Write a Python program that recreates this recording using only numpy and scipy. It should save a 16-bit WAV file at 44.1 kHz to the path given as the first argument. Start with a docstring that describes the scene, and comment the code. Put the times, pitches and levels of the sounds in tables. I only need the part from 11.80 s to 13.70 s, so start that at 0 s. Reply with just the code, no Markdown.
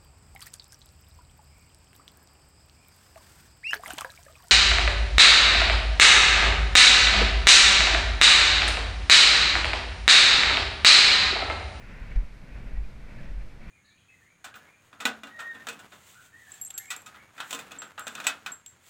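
"""Wind on a cantering rider's camera

A horse canters over a grass field. The air rush swells with every stride, eddies buffet
the microphone, an edge whistles faintly, and a thin hiss stays steady. Hoofbeats shake
the worn camera with low, soft bumps, and its mount rubs faintly now and then."""
import sys
import numpy as np
from scipy import signal
from scipy.fft import rfft, irfft
from scipy.io import wavfile
from scipy.ndimage import uniform_filter1d

SR = 44100
rng = np.random.default_rng(int(sys.argv[2]) if len(sys.argv) > 2 else 0)


def unload_audio(sound):
    """Save the sound as a 16-bit wav file, at the path given as the first command line argument."""
    columns = np.transpose(np.atleast_2d(sound))
    # keep every value between -1 and 1, then stretch to whole-number steps
    steps = np.round(np.clip(columns, -1, 1) * 32767)
    wavfile.write(sys.argv[1], SR, steps.astype(np.int16))


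N = 83790


def undb(db):
    """Decibels to gain."""
    return 10 ** (np.asarray(db) / 20)


def curve(t, points):
    """Straight lines through (time_s, value) points."""
    return np.interp(t, *np.array(points, float).T)


def noise(spectrum):
    """Unit-rms noise shaped by (freq_hz, density_db) points."""
    hz, db = np.array(spectrum, float).T
    bins_hz = np.maximum(np.arange(N // 2 + 1) * SR / N, 1)
    gain = undb(np.interp(np.log(bins_hz), np.log(hz), db))
    bass_rolloff = np.minimum(bins_hz / hz[0], 1) ** 2
    y = irfft(rfft(rng.standard_normal(N)) * gain * bass_rolloff, N)
    return y / np.std(y)


def wander(rate_hz):
    """Smooth random drift, zero mean, unit rms."""
    hold = max(int(SR / rate_hz), 2)
    steps = np.repeat(rng.standard_normal(N // hold + 1), hold)
    y = uniform_filter1d(uniform_filter1d(steps, hold), hold)[:N]
    return (y - y.mean()) / np.std(y)


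# Hiss spectrum: freq_hz, density_db
HISS_SPECTRUM = [(100, 9.5), (330, 4.5), (570, 2.5), (760, 0.5), (1200, -2.5), (1550, -1), (2020, -3.5),
                 (2260, 2.5), (2450, -3), (2650, -6), (3000, -9), (4400, -11), (7000, -18.5),
                 (10000, -22.5), (15000, -32.5)]


def hiss():
    """Thin, steady hiss with a slight flutter."""
    level_db, flutter_db = -56, 0.56
    return noise(HISS_SPECTRUM) * undb(level_db + flutter_db * wander(21.37))


# Bright rush over the housing and low roar, swelling per stride: time_s, level_db
RUSH_LEVEL = [(0, -54.5), (0.125, -51.5), (0.19, -50.5), (0.27, -51.5), (0.32, -52.5), (0.39, -57.5),
              (0.58, -66), (0.7, -59.5), (0.76, -53.8), (0.815, -59.5), (0.875, -55), (0.98, -59),
              (1.07, -74), (1.3, -56.5), (1.45, -54), (1.52, -60), (1.67, -74), (1.82, -58), (1.89, -54)]
ROAR_LEVEL = [(0, -55), (0.15, -50), (0.28, -55.5), (0.38, -51), (0.54, -61), (0.63, -54), (0.78, -51),
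              (0.91, -46.5), (1.09, -61), (1.2, -51), (1.3, -52), (1.38, -46), (1.52, -51.5), (1.71, -62),
              (1.8, -50.5), (1.9, -51.5)]
# Airflow spectra: freq_hz, density_db
RUSH_SPECTRUM = [(150, -20), (350, -4.5), (580, 3), (720, -6), (980, 1), (1250, -3.5), (1500, 4.5),
                 (1680, 1.5), (1870, 5.5), (2250, 2), (2640, 0.5), (2950, -9), (4200, -16), (6500, -23.5),
                 (15000, -59)]
ROAR_SPECTRUM = [(45, 13.5), (85, -2), (135, 7.5), (215, 5.5), (310, -4.5), (450, -12), (580, -6),
                 (800, -14.5), (2000, -62)]
EDDY_SPECTRUM = [(10, 7.5), (25, -1), (42, 1), (62, -6), (82, -14.5), (112, -8.5), (160, -16), (215, -17.5),
                 (300, -28), (500, -34), (1200, -66)]


def wind(t):
    """Each stride surges forward, swelling the rush, the roar and the eddies at the microphone."""
    flutter_db, eddy_flutter_db = 1, 1.44
    eddy_db, eddy_db_per_roar_db = -41.5, 0.4
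    flutter = undb(flutter_db * wander(60.36))
    rush = noise(RUSH_SPECTRUM) * undb(curve(t, RUSH_LEVEL))
    roar_db = curve(t, ROAR_LEVEL)
    roar = noise(ROAR_SPECTRUM) * undb(roar_db)
    swell_db = eddy_db_per_roar_db * (roar_db - roar_db.mean())
    eddies = noise(EDDY_SPECTRUM) * undb(eddy_db + swell_db + eddy_flutter_db * wander(34.94))
    return flutter * (rush + roar) + eddies


# Edge tones: centre_s, level_db, pitch_hz, half_width_s
WHISTLES = [(0.32, -50.5, 2225, 0.0059), (0.96, -61.5, 1900, 0.013), (1.048, -58, 2410, 0.0079),
            (1.392, -54, 1743, 0.0079), (1.405, -57.5, 2273, 0.011), (1.608, -62, 2327, 0.014)]


def edge_whistles(t):
    """Air catches an edge and whistles for an instant at an unsteady pitch."""
    waver_ratio = 0.0106
    out = np.zeros(N)
    for centre_s, level_db, pitch_hz, half_width_s in WHISTLES:
        phase = 2 * np.pi * np.cumsum(pitch_hz * (1 + waver_ratio * wander(300))) / SR
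        envelope = np.exp(-((t - centre_s) / half_width_s) ** 2)
        out += undb(level_db) * np.sqrt(2) * np.sin(phase) * envelope
    return out


# Mount scuffs: centre_s, level_db, half_width_s
RUBS = [(0.318, -55, 0.014), (0.973, -55.5, 0.022), (1.616, -55.5, 0.016)]
# Mount tick: start_s, level_db, decay_s
TICKS = [(0.3574, -42.5, 0.0085)]
# Friction spectrum: freq_hz, density_db
RUB_SPECTRUM = [(200, -33), (650, 10.5), (1100, -1), (2300, 8), (3100, -7.5), (5500, -15), (12000, -36.5)]


def mount_rubs(t):
    """The mount scuffs softly, and ticks as the hardest hoofbeat jolts it."""
    tick_rise_s = 0.0011
    envelope = np.zeros(N)
    for centre_s, level_db, half_width_s in RUBS:
        envelope += undb(level_db) * np.exp(-((t - centre_s) / half_width_s) ** 2)
    for start_s, level_db, decay_s in TICKS:
        attack = np.clip((t - start_s) / tick_rise_s, 0, 1)
        envelope += undb(level_db) * attack * np.exp(-np.abs(t - start_s) / decay_s)
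    return noise(RUB_SPECTRUM) * envelope


# Hoof impacts: start_s, level_db, shake_hz, rise_s, decay_s, push_ratio, thud_re_shake_db
HOOFBEATS = [(0.199, -33.5, 41.6, 0.03, 0.069, 0.67, -10.5), (0.311, -26.5, 36.8, 0.0028, 0.018, 0.24, -26),
             (0.353, -13.5, 38.54, 0.026, 0.026, 0.38, -23.5), (0.745, -32, 46, 0.012, 0.027, 0.17, -19),
             (0.84, -33.5, 40.6, 0.0068, 0.045, 0, -22), (0.929, -28, 48.9, 0.015, 0.037, 1.1, -14.5),
             (0.971, -23, 42.6, 0.018, 0.038, 1.04, -24), (1.139, -39.5, 43.7, 0.024, 0.025, 0.62, -16.5),
             (1.475, -29.5, 40, 0.071, 0.023, 1.24, -26), (1.55, -28.5, 44.4, 0.031, 0.051, 1.4, -19),
             (1.653, -38.5, 42.7, 0.0084, 0.028, 0, -16)]
# Thud spectrum: freq_hz, density_db
THUD_SPECTRUM = [(40, -10), (80, -4), (112, -0.5), (160, -20), (250, -27), (600, -40.5), (2000, -95)]


def hoofbeats(t):
    """Each hoofbeat thuds, pushes the camera one way and shakes it on its mount for a few cycles."""
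    overtone_ratio, wobble_ratio = 0.064, 0.044
    thud = noise(THUD_SPECTRUM)
    out = np.zeros(N)
    for start_s, level_db, shake_hz, rise_s, decay_s, push_ratio, thud_re_shake_db in HOOFBEATS:
        age_s = np.maximum(t - start_s, 0)
        rate_hz = (t > start_s) * shake_hz * (1 + wobble_ratio * wander(39.98))
        phase = 2 * np.pi * np.cumsum(rate_hz) / SR
        shake = np.cos(phase) + overtone_ratio * np.cos(2 * phase)
        attack = np.sin(np.pi / 2 * np.minimum(age_s / rise_s, 1))
        decay = np.exp(-(np.maximum(age_s - rise_s, 0) / decay_s) ** 1.3)
        out += undb(level_db) * attack * decay * (shake - push_ratio + undb(thud_re_shake_db) * thud)
    return out


def scene():
    """Wind and camera bumps at one microphone."""
    t = np.arange(N) / SR
    return (wind(t) + hiss() + hoofbeats(t) + mount_rubs(t) + edge_whistles(t))[None]


def record(dry):
    """The camera thins the deepest bass and cuts the top."""
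    bass_cut_hz, top_cut_hz = 4.2, 15100
    highpass = signal.butter(1, bass_cut_hz, "high", fs=SR, output="sos")
    lowpass = signal.ellip(8, .2, 70, top_cut_hz, fs=SR, output="sos")
    return signal.sosfilt(lowpass, signal.sosfilt(highpass, dry))


dry = scene()
out = record(dry)
unload_audio(out)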